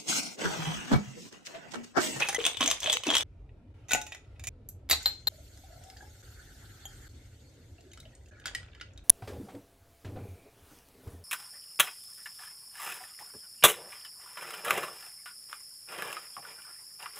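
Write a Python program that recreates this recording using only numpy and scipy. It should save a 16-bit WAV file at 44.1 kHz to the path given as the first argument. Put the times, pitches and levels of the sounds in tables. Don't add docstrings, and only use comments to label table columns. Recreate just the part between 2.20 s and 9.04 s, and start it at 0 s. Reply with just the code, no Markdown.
import sys
import numpy as np
from scipy import signal
from scipy.fft import rfft, irfft
from scipy.io import wavfile
from scipy.ndimage import uniform_filter1d

SR = 44100
rng = np.random.default_rng(int(sys.argv[2]) if len(sys.argv) > 2 else 0)


def materialize(psi):
    bounded = np.clip(np.atleast_2d(psi).T, -1, 1)
    quanta = np.round(bounded * 32767).astype(np.int16)
    wavfile.write(sys.argv[1], SR, quanta)


N = 301644

CUTS_S = [0, .174, 1.034, 1.533, 2.291, 3.087, 4.021, 4.882, 6.105, 6.9]

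# frequency in Hz, relative level in dB per Hz.
RUMBLE = [(18, -30.5), (30, -1.5), (102, 2.5), (178, -21.5), (259, -13.5), (593, -23), (821, -33.5),
          (907, -34.5), (1110, -42.5), (1320, -39.5), (1500, -41.5), (1620, -44.5), (2540, -45.5),
          (5380, -58), (12000, -68), (15600, -89.5), (22000, -120)]
# level in dB, added air hiss above about 1 kHz in dB.
RUMBLE_BY_SHOT = [(-58.5, 5.3), (-57, 5.5), (-51.5, 7), (-50.5, 13.5), (-50, 5.5), (-51, -5), (-50, -1),
                  (-51, 6), (-50, 2)]
# frequency in Hz, width in Hz, relative level in dB.
HUM_LINE = (119, 2.5, -67.5)
# frequency in Hz, left-right correlation (0-1).
STEREO_LIKENESS = [(60, 0.95), (180, 0.91), (550, 0.77), (1650, 0.33), (4970, 0.22), (15000, 0.089)]

# start in seconds, level in dB, pitch struck most in Hz, treble in dB.
ICE_DROP_BLOWS = [(0.0036, -27, 2590, 12), (0.0141, -24, 1520, -15), (0.0209, -17.5, 2566, -19),
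                  (0.0434, -47, 2570, -17), (0.0731, -27, 2650, 6.5), (0.0866, -13, 2710, 7.5),
                  (0.093, -20, 2610, 0.5), (0.1284, -23.5, 1790, 8), (0.1461, -15, 2040, 10.5),
                  (0.1624, -26, 3270, -18)]
# frequency in Hz, level in dB, t60 in seconds.
OPEN_JAR_MODES = [(807, -4, 0.055), (1780, -6, 0.015), (2037, -19.5, 0.14), (2450, -17.5, .05),
                  (2490, -4, 0.025), (3250, 3, 0.01), (3840, -2.5, 0.05), (4980, -8, .015),
                  (6100, -15, 0.016), (6350, -1.5, 0.027), (9270, -7.5, 0.061)]
# frequency in Hz, relative level in dB per Hz.
CONTACT_SPECTRUM = [(88, -46), (150, -11), (276, -12), (537, 1.5), (1330, -5), (1610, -4), (3400, -4),
                    (4660, -8.5), (6250, -6.5), (12900, -20.5), (16400, -28)]
# start and end in seconds, first and last level in dB,
# treble in dB.
CHURN_RAMPS = [(0, .174, -29, -48.5, -1), (6.24, 6.84, -53.5, -72.5, -16.5)]

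# start in seconds, length in seconds, highest rattle level in dB,
# churning level in dB.
SHAKE_STROKES = [(0.181, .11, -33.5, -39.5), (0.402, 0.12, -23.5, -37.5), (0.621, .14, -25, -41),
                 (0.862, 0.11, -26, -36)]
# start in seconds, level in dB, pitch struck most in Hz,
# treble in dB.
SHAKE_BLOWS = [(0.2031, -28, 3040, -16.5), (0.241, -21, 3250, -5), (0.2516, -14.5, 2840, -0.5),
               (0.2646, -8.5, 3240, 7), (0.3451, -30.5, 3460, -17), (0.3705, -23.5, 3400, 3),
               (0.4079, -14, 1100, -3), (0.4179, -15.5, 3580, -11), (0.4274, -15, 3260, -5),
               (0.4373, -18, 3500, 6.5), (0.46, -14.5, 3170, 10.5), (0.4766, -14, 6250, 7.5),
               (0.5018, -15.5, 3600, 4), (0.5118, -10, 3300, 4.5), (0.6031, -24.5, 5600, 14),
               (0.631, -21, 3460, 1), (0.6414, -23, 3460, -6), (0.6598, -16.5, 3350, -14.5),
               (0.6715, -19.5, 3300, -12), (0.698, -14, 3300, 0), (0.721, -21, 3400, 8),
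               (0.7278, -10.5, 7000, 4.5), (0.7366, -14.5, 2450, 7.5), (0.8355, -22, 3300, -0.5),
               (0.8679, -20.5, 2450, -6), (0.8892, -18.5, 3050, -6.5), (0.9026, -13.5, 3330, -5.5),
               (0.9371, -17.5, 3100, -19), (0.9434, -19, 2700, -3.5), (0.9518, -8.5, 3010, 5),
               (0.9674, -11.5, 2980, 1.5), (0.981, -14.5, 3060, 11.5), (1.008, -18.5, 3510, 4.5)]
# frequency in Hz, level in dB, t60 in seconds.
FULL_JAR_MODES = [(607, -20.5, 0.073), (1072, 5.5, 0.012), (2090, -16.5, 0.0763), (2590, 2, 0.033),
                  (3060, 5, 0.018), (3300, 6, 0.015), (3460, 2, 0.045), (3800, -7.5, 0.15),
                  (5530, 1.5, 0.0099), (6250, 5.5, 0.026), (6200, -12.5, 0.036), (7770, 1, 0.04)]
# start in seconds, level in dB, frequency in Hz,
# left over right in dB.
GULP_TONES = [(0.183, -23.5, 456, 11.5), (0.204, -29.5, 452, 14), (0.269, -31, 701, -6),
              (0.407, -24.5, 270, 1.5), (0.409, -25, 1100, -7), (0.442, -29, 280, 0), (0.482, -28, 670, 1),
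              (0.676, -29.5, 621, -15.5), (0.699, -32.5, 624, -13.5), (0.75, -33.5, 486, -0.5),
              (0.868, -23, 353, 2), (0.88, -22, 279.5, -5.5), (0.888, -25, 641, -0.5),
              (0.922, -35.5, 476, 0), (0.951, -29, 912, 0)]

# start in seconds, level in dB, pitch struck most in Hz, treble in dB, factor on the t60.
LID_BLOWS = [(1.2925, -58, 1520, -26, 0.47), (1.6844, -43, 6230, 3, 3.05), (1.6921, -34, 6170, 4, 3.2),
             (1.7084, -22.5, 3840, 1, 0.93), (1.718, -14, 2560, 6, 0.4), (1.7335, -8.5, 2500, 11, .4),
             (1.7474, -18, 2300, 0, 0.53), (1.7544, -25, 2500, 25, .6), (1.8143, -27.5, 6130, 9, 0.79),
             (1.8657, -37.5, 2590, 6, 2.3), (1.921, -33, 3270, -3, 0.89), (1.9475, -34.5, 1920, 2.5, .5),
             (2.0467, -59, 1885, -14, .6), (2.16, -61, 3310, -27, .9), (2.1954, -38.5, 2480, 6, 0.66),
             (2.2383, -30, 2420, 9.5, 0.93), (2.2707, -23, 2480, 14.5, 1.37)]
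# frequency in Hz, level in dB, t60 in seconds.
LID_MODES = [(746, -4.5, .05), (1958, -6, 0.062), (2300, -11, 0.031), (2473, -2, 0.044),
             (2648, -7.5, 0.025), (3030, -21, .04), (3634, -7, 0.062), (3720, -15.5, 0.086),
             (5640, -15.5, .03), (6250, -11.5, .035), (6890, -7.5, 0.11), (7220, -20, .025),
             (8850, -21.5, 0.023), (12630, -13.5, 0.022)]
# start in seconds, level in dB, pitch struck most in Hz,
# treble in dB, factor on the t60.
JAR_WALL_BLOWS = [(1.709, -28, 1480, -12.5, 0.92), (1.734, -31, 834, -12.5, 0.8),
                  (1.748, -20, 727, -12, 0.5)]
# frequency in Hz, level in dB, t60 in seconds.
JAR_WALL_MODES = [(727, -2, .12), (834, -2.5, 0.11), (853, -6.5, 0.5), (1480, 0, 0.22)]
# start in seconds, level in dB,
# frequency in Hz, t60 in seconds.
LOW_THUMPS = [(1.735, -25, 232, 0.044), (2.713, -35.5, 72.3, 0.28)]

# start in seconds, level in dB,
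# pitch struck most in Hz, treble in dB.
PUFF_AND_PRISING = [(2.488, -32.5, 12500, 29), (2.497, -47.5, 12500, 18), (2.6905, -31.5, 3600, 6),
                    (2.6979, -17.5, 11300, 1), (2.703, -18.5, 3840, 16), (2.7106, -8, 2283, 6.5),
                    (2.7154, -24, 4030, 12), (2.7208, -19, 3900, 17), (2.7275, -15.5, 4050, 4.4),
                    (2.7315, -18.5, 3840, 2.5), (2.7392, -34.5, 3870, 14), (2.828, -37.5, 7070, 16)]
# frequency in Hz, level in dB, t60 in seconds.
GRIPPED_CAP_MODES = [(1100, -11, .04), (2158, 2, 0.019), (3600, -9.5, .03), (3870, 3.5, 0.044),
                     (4050, -3.5, 0.11), (4560, 2, 0.041), (7070, -4.5, 0.027), (8300, -9, 0.032),
                     (11300, -8, 0.026), (12100, -11.5, 0.014), (12500, -2, 0.035), (13200, -3, 0.034),
                     (14400, -22, .1)]
# frequency in Hz, relative level in dB per Hz.
FIZZ_SPECTRUM = [(530, -25), (900, -9.5), (1190, -29), (1410, -1.5), (1650, -10.5), (2520, -10.5),
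                 (2750, -7.5), (5760, -5.5), (6580, -1), (10400, 2), (11900, 11), (15200, -1), (16400, -53)]
# start and end in seconds,
# first and last level in dB, treble in dB.
HISS_RAMPS = [(2.8, 3.07, -47, -69, -33), (3.088, 4.023, -64, -63.5, -19), (4.023, 4.884, -62, -62, -19.5),
              (4.884, 6.105, -65.5, -74, -23.5), (6.105, 6.9, -72, -82, -31.5)]
# start in seconds, level in dB, pitch struck most in Hz, treble in dB,
# factor on the t60.
CAP_BLOWS = [(2.8582, -8.5, 4156, -3.5, 0.63), (2.952, -41, 4156, -16.5, .7),
             (3.071, -13.5, 4156, 0.5, 3.4)]
# frequency in Hz, level in dB, t60 in seconds.
CAP_MODES = [(790, -20.5, 0.071), (1880, -30, 0.17), (3870, -7, 0.061), (4156, -17.5, 0.43),
             (4152, -4.5, 0.058), (7130, -17.5, 0.065), (7400, -17.5, 0.25), (9740, -25.5, 0.086),
             (12840, -8.5, 0.11), (12400, -15.5, .05), (14300, -12, 0.079)]

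# frequency in Hz, width in Hz, relative level in dB.
GLASS_RESONANCES = [(2120, 177, 18), (3510, 580, 9), (4400, 83, 17.5), (5250, 32, -9), (12600, 310, -3)]
# start and end in seconds,
# first and last level in dB per Hz, first and last frequency in Hz.
COLUMN_LOW = [(3.11, 3.86, -99, -80, 600, 790), (3.86, 4.884, -96.5, -93.5, 770, 760),
              (5.5, 6.9, -93, -96, 642, 630)]
# start and end in seconds, first and last level in dB per Hz, frequency in Hz.
COLUMN_UPPER = [(3.11, 4.023, -107, -104, 1490), (4.023, 4.884, -93.5, -91, 1580),
                (4.884, 6.105, -108, -110, 1780), (6.105, 6.9, -88, -106, 1580)]
# first and last start in seconds, mean level in dB,
# first and last frequency in Hz.
GLUG_RUNS = [(3.123, 3.215, -51, 590, 620), (3.505, 3.73, -49.5, 646, 733)]
# start in seconds, level in dB, frequency in Hz.
SINGLE_BUBBLES = [(3.437, -48.5, 730), (3.765, -47, 1740), (3.807, -41, 1597), (3.826, -42.5, 800),
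                  (4.193, -50, 1450), (4.227, -56, 1590), (5.583, -48, 2690), (5.586, -52, 654),
                  (5.734, -49, 2130), (5.775, -45.5, 1340), (5.802, -41, 3800), (5.831, -52, 2090),
                  (5.853, -60, 3150), (5.856, -49.5, 604), (5.933, -53.5, 1820), (6.059, -54, 2620),
                  (6.124, -53, 576), (6.167, -49.5, 1400), (6.188, -54.5, 1670)]
# start and end in seconds, mean level in dB,
# lowest and highest frequency in Hz.
TRICKLE_SPANS = [(3.504, 3.9, -62.5, 1290, 2200), (5.57, 6.098, -65, 1310, 4550),
                 (6.11, 6.696, -57.5, 1290, 3600)]
# start in seconds, level in dB,
# pitch struck most in Hz, treble in dB.
SPLASHES_AND_KNOCKS = [(3.3744, -41.5, 1400, 11), (3.6371, -40.5, 2900, 16), (3.7, -37.5, 5250, -1.5),
                       (3.7693, -43, 4460, -3), (5.6077, -48.5, 4130, 0), (5.7154, -46.5, 6560, -9.5),
                       (5.7334, -38.5, 2280, 5.5), (5.7743, -40.5, 1390, -3), (5.8012, -35, 3870, 13),
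                       (5.8536, -46.5, 3220, -14), (5.9509, -46, 7880, 9), (6.035, -63.5, 6700, 10.5),
                       (6.0596, -50.5, 2720, 7.5), (6.085, -52, 6000, 10), (6.1983, -45.5, 1700, 1.5),
                       (6.2567, -19.5, 1400, -2), (6.2694, -27.5, 1480, 0), (6.2794, -29, 1850, -14),
                       (6.349, -21, 1900, 1), (6.4298, -42.5, 1410, -19), (6.549, -44, 1880, -10.5),
                       (6.5989, -43, 1970, -14), (6.6114, -29, 1360, -18), (6.735, -56, 6800, 12),
                       (6.776, -40.5, 3800, 3)]
# frequency in Hz, level in dB, t60 in seconds.
GLASS_MODES = [(800, 2.5, 0.12), (1400, -4, 0.03), (1700, 1, 0.02), (1978, -0.5, 0.026), (2866, -5, 0.026),
               (3150, 0.5, 0.024), (3830, 4, 0.011), (4580, 4, 0.0077), (5140, 2, 0.012),
               (6800, 6.5, 0.016), (8210, 0, 0.017)]
# start in seconds, level in dB, pitch struck most in Hz, treble in dB.
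BOTTLE_BLOWS = [(4.6543, -31.5, 6800, 3.4)]
# frequency in Hz, level in dB, t60 in seconds.
RIM_MODES = [(802, -15, 0.057), (3210, 2.5, 0.045), (6800, 2, 0.081), (11530, -6.5, 0.047)]

# frequency in Hz, left lead in radians.
MIC_PHASE = [(0, -1.8), (780, -0.27), (1380, 0.0095), (6290, -1.43), (8010, -1.42), (14300, -1.6),
             (16100, -1.9)]
# frequency in Hz, t60 in seconds.
ROOM_T60 = [(200, 0.31), (1000, 0.22), (3000, 0.23), (8000, 0.24), (14000, 0.12)]


def gain_of(db):
    return 10 ** (np.asarray(db) / 20)


def db_of(gain):
    return 20 * np.log10(gain)


def evened(x):
    return x / np.sqrt(np.mean(x ** 2) + 1e-20)


def read(points, hz):
    point_hz, value = np.transpose(points)
    return np.interp(np.log(hz + 1), np.log(point_hz + 1), value)


def ramps(rows, t):
    rows = np.array(rows)
    row_at = np.clip(np.searchsorted(rows[:, 0], t) - 1, 0, len(rows) - 1)
    start, end, first_db, last_db, *rest = rows[row_at].T
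    along = (t - start) / (end - start)
    inside = (along >= 0) & (along <= 1)
    level_db = np.where(inside, first_db + (last_db - first_db) * along, -200.)
    return level_db, rest, np.clip(along, 0, 1)


def add(mix, start_s, sound, pan_db):
    end_s = min(cut for cut in CUTS_S if cut > start_s)
    part = mix[:, round(start_s * SR):round(end_s * SR)][:, :len(sound)]
    part += gain_of([[pan_db / 2], [-pan_db / 2]]) * sound[:part.shape[1]]


def tilt_db(hz, treble_db, bass_db):
    return treble_db / (1 + (5000 / (hz + 1)) ** 6) + bass_db / (1 + (hz / 1400) ** 6)


def resonances(hz, peaks, lift):
    return 1 + lift * sum(gain_of(db) / (1 + (2 * (hz - f) / width) ** 2) for f, width, db in peaks)


def noise(field_db, size, patchy_db, flicker_db):
    hz = np.fft.rfftfreq(size, 1 / SR)[:, None]
    t = np.arange(4 * N // size + 5) * size / 4 / SR
    a, b, c, d, patches = rng.standard_normal((len(t), len(hz), 5)).T
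    patches = evened(uniform_filter1d(uniform_filter1d(patches, 6, 0), 10, 1))
    flicker = rng.exponential(1, len(t)) - 1
    same = read(STEREO_LIKENESS, hz)
    left = a + 1j * b
    right = same * left + np.sqrt(1 - same ** 2) * (c + 1j * d)
    level_db = field_db(hz, t) + patchy_db * patches + flicker_db * flicker
    spectra = np.array([left, right]) * gain_of(level_db) * np.sqrt(SR / size)
    return signal.istft(spectra, nperseg=size, noverlap=size - size // 4)[1][:, :N]


def blows(rows, modes, crack_db, crack_s, focus_db, bass_db, scatter_db, detune, grit, size=2 ** 13):
    out, t = np.zeros((2, N)), np.arange(size) / SR
    mode_hz, mode_db, t60_s = (column[:, None] for column in np.transpose(modes))
    hz = np.fft.rfftfreq(size, 1 / SR)
    edges = np.minimum(t / 0.00042, 1) * np.minimum((t[-1] - t) / .03, 1)
    for start_s, peak_db, pitch_hz, treble_db, *free in rows:
        ring = free[0] if free else 1
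        half_width_hz = np.log(1000) / (2 * np.pi * np.clip(t60_s * ring, .004, .5))
        chance, rough = rng.standard_normal((len(mode_hz), 1)), rng.standard_normal(size)
        side = rng.uniform(-1.1, 1)
        level = gain_of(mode_db + focus_db * np.exp(-(np.log(mode_hz / pitch_hz) / 0.055) ** 2))
        rung_hz = mode_hz * (1 + detune * chance)
        body = (level / (half_width_hz + 1j * (hz - rung_hz))).sum(0)
        contact_decay = gain_of(-60 * t / (crack_s * min(ring, 1.5)))
        contact = rfft(rough * contact_decay * np.minimum(t / 0.0003, 1))
        shelves = gain_of(tilt_db(hz, treble_db, bass_db))
        strike = 1 + grit * contact / np.sqrt(np.mean(abs(contact) ** 2))
        rings = irfft(strike * shelves * body)
        near_pitch_db = 7.1 * np.exp(-(np.log((hz + 1) / pitch_hz) / 0.18) ** 2)
        crack = irfft(contact * shelves * gain_of(read(CONTACT_SPECTRUM, hz) + near_pitch_db))
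        sound = rings / abs(rings).max() + gain_of(crack_db) * crack / abs(crack).max()
        add(out, start_s, gain_of(peak_db) * sound * edges, scatter_db * side)
    return out


def rising_tones(rows, glide_per_s, rise_s):
    out, t = np.zeros((2, N)), np.arange(8000) / SR
    for start_s, peak_db, hz, t60_s, pan_db in rows:
        tone = np.sin(2 * np.pi * hz * (t + glide_per_s * t ** 2)) * (1 - np.exp(-t / rise_s))
        add(out, start_s, gain_of(peak_db - 60 * t / t60_s) * tone, pan_db)
    return out


def kitchen(hz, t):
    hum_hz, width_hz, hum_db = HUM_LINE
    hum = gain_of(hum_db - 17.5) / (1 + ((hz - hum_hz) / width_hz) ** 2)
    shot = np.clip(np.searchsorted(CUTS_S, t) - 1, 0, len(RUMBLE_BY_SHOT) - 1)
    shot_db, hiss_db = np.array(RUMBLE_BY_SHOT)[shot].T
    rumble_db = read(RUMBLE, hz) - 21 + shot_db + hiss_db / (1 + (900 / (hz + 1)) ** 4)
    return db_of(gain_of(rumble_db) + hum)


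def churn(hz, t):
    level_db, (treble_db,), _ = ramps(CHURN_RAMPS, t)
    for start_s, length_s, _, churn_db in SHAKE_STROKES:
        rise_db = 60 * np.clip(start_s - t, 0, None) / 0.09
        settle_db = 154 * np.clip(t - start_s - length_s, 0, None)
        stroke_db = churn_db - rise_db - settle_db
        level_db = np.maximum(level_db, np.where(t < CUTS_S[2], stroke_db, level_db))
    wall = resonances(hz, [(2470, 560, 1.5), (3400, 650, -3), (6000, 450, -9.0)], lift=1.0)
    return read(CONTACT_SPECTRUM, hz) - 40 + level_db + tilt_db(hz, treble_db, 0) + db_of(wall)


def ice_drops():
    return blows(ICE_DROP_BLOWS, OPEN_JAR_MODES, crack_db=-6.5, crack_s=0.04, focus_db=23, bass_db=1,
                 scatter_db=4, detune=0.016, grit=1.0)


def rattle(count):
    rows = []
    for start_s, length_s, top_db, _ in SHAKE_STROKES:
        for k, (late, size, place) in enumerate(rng.standard_normal((count, 3))):
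            knock_s = start_s + length_s * (k + .5 + .3 * late) / count
            rows.append((knock_s, top_db - 4.5 * abs(size), 3200 * np.exp(0.88 * place), 0))
    return rows


def shaken_ice():
    return blows(SHAKE_BLOWS + rattle(count=9), FULL_JAR_MODES, crack_db=-4.5, crack_s=0.027, focus_db=12.5,
                 bass_db=-4.5, scatter_db=3.5, detune=.035, grit=0.83)


def gulps():
    rows = [(start_s, db, hz, .065, pan_db) for start_s, db, hz, pan_db in GULP_TONES]
    return rising_tones(rows, glide_per_s=0.24, rise_s=0.0015)


def lid():
    return blows(LID_BLOWS, LID_MODES, crack_db=-2.5, crack_s=0.053, focus_db=10.5, bass_db=-6,
                 scatter_db=4, detune=0.015, grit=0.99)


def jar_wall():
    return blows(JAR_WALL_BLOWS, JAR_WALL_MODES, crack_db=-22.5, crack_s=0.0095, focus_db=11, bass_db=2.0,
                 scatter_db=0, detune=0.00074, grit=0.24, size=2 ** 14)


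def low_thumps():
    return rising_tones([row + (0,) for row in LOW_THUMPS], glide_per_s=.3, rise_s=0.0065)


def puff_and_prising():
    return blows(PUFF_AND_PRISING, GRIPPED_CAP_MODES, crack_db=-4.5, crack_s=0.045, focus_db=18, bass_db=-1.5,
                 scatter_db=2.5, detune=0.02, grit=0.88)


def hiss_and_soda(hz, t):
    ramp_db, (treble_db,), _ = ramps(HISS_RAMPS, t)
    hiss_db = read(FIZZ_SPECTRUM, hz) - 32.0 + ramp_db + treble_db / (1 + (9000 / (hz + 1)) ** 8)
    hiss = gain_of(hiss_db) * resonances(hz, GLASS_RESONANCES, lift=0.25)
    low_db, (first_hz, last_hz), along = ramps(COLUMN_LOW, t)
    low_hz = first_hz + (last_hz - first_hz) * along
    low = gain_of(low_db) / (1 + ((hz - low_hz) / 50) ** 2)
    upper_db, (upper_hz,), _ = ramps(COLUMN_UPPER, t)
    upper = gain_of(upper_db) / (1 + ((hz - upper_hz) / 300) ** 4)
    return db_of(hiss + low + upper)


def cap():
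    return blows(CAP_BLOWS, CAP_MODES, crack_db=-13.5, crack_s=0.077, focus_db=8.5, bass_db=0,
                 scatter_db=4, detune=0.0011, grit=0.3, size=2 ** 14)


def glugs(gap_s):
    rows = []
    for first_s, last_s, db, low_hz, high_hz in GLUG_RUNS:
        for s in np.arange(first_s, last_s, gap_s):
            late, size, place = rng.standard_normal(3)
            hz = np.interp(s, [first_s, last_s], [low_hz, high_hz]) * (1 + 0.015 * place)
            rows.append((s + .25 * gap_s * late, db + 1.5 * size, hz))
    return rows


def trickle(count):
    return [(start_s + (end_s - start_s) * at, db + 9 * (size - .5), low_hz * (high_hz / low_hz) ** place)
            for start_s, end_s, db, low_hz, high_hz in TRICKLE_SPANS
            for at, size, place in rng.random((count, 3))]


def bubbles():
    rows = SINGLE_BUBBLES + glugs(gap_s=0.026) + trickle(count=45)
    rows = [(s, db, hz, 0.064 * (700 / hz) ** 0.62, 0) for s, db, hz in rows]
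    return rising_tones(rows, glide_per_s=2.51, rise_s=0.0012)


def splashes_and_knocks():
    return blows(SPLASHES_AND_KNOCKS, GLASS_MODES, crack_db=-6.0, crack_s=0.031, focus_db=19.5, bass_db=-20.5,
                 scatter_db=.7, detune=0.033, grit=1.0)


def bottle_on_rim():
    return blows(BOTTLE_BLOWS, RIM_MODES, crack_db=-9, crack_s=0.0035, focus_db=0.0, bass_db=7,
                 scatter_db=0, detune=0.0014, grit=0.35)


def phase_apart(x):
    turn = np.exp(.5j * read(MIC_PHASE, np.fft.rfftfreq(N, 1 / SR)))
    return irfft(rfft(x) * np.array([turn, 1 / turn]), N)


def walls():
    taps = np.zeros((2, SR // 2))
    at = np.arange(120, SR // 2 - 20, 20)
    at = at + rng.integers(0, 20, (2, len(at)))
    np.put_along_axis(taps, at, rng.choice([-1., 1.], at.shape), 1)
    hz, t, spectra = signal.stft(taps, SR, nperseg=256)
    decay = gain_of(-60 * t / read(ROOM_T60, hz)[:, None])
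    tail = signal.istft(spectra * decay, SR, nperseg=256)[1]
    return tail / np.linalg.norm(tail[0])


def scene():
    near = ice_drops() + shaken_ice() + gulps() + lid() + jar_wall() + low_thumps() + puff_and_prising()
    near += cap() + bubbles() + splashes_and_knocks() + bottle_on_rim()
    near = phase_apart(near)
    steady = noise(kitchen, size=2048, patchy_db=2.5, flicker_db=0.5)
    steady += noise(churn, size=128, patchy_db=5.0, flicker_db=3.0)
    steady += noise(hiss_and_soda, size=512, patchy_db=3.0, flicker_db=-0.1)
    tail, t, out = walls(), np.arange(N) / SR, np.zeros((2, N))
    for start_s, end_s in zip(CUTS_S, CUTS_S[1:]):
        shot = slice(round(start_s * SR), round(end_s * SR))
        shot_t = t[shot]
        wet = signal.fftconvolve(near[:, shot].mean(0)[None], tail, axes=1)[:, :len(shot_t)]
        fade_in = np.clip((shot_t - start_s) / 0.011 + (start_s == 0), 0, 1)
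        fade_out = np.clip((end_s - shot_t) / 0.0011, 0, 1)
        out[:, shot] = fade_in * fade_out * (near[:, shot] + gain_of(-5.5) * wet + steady[:, shot])
    return out


def record(dry):
    mid = signal.sosfilt(signal.butter(4, 36, "high", fs=SR, output="sos"), dry.mean(0))
    side = signal.sosfilt(signal.butter(2, 170, "high", fs=SR, output="sos"), (dry[0] - dry[1]) / 2)
    band = signal.firwin(511, 16300, window=("kaiser", 9), fs=SR)  # low-pass, Hz
    return signal.oaconvolve(np.array([mid + side, mid - side]), band[None], "same", axes=1)


dry = scene()
out = record(dry)
materialize(out)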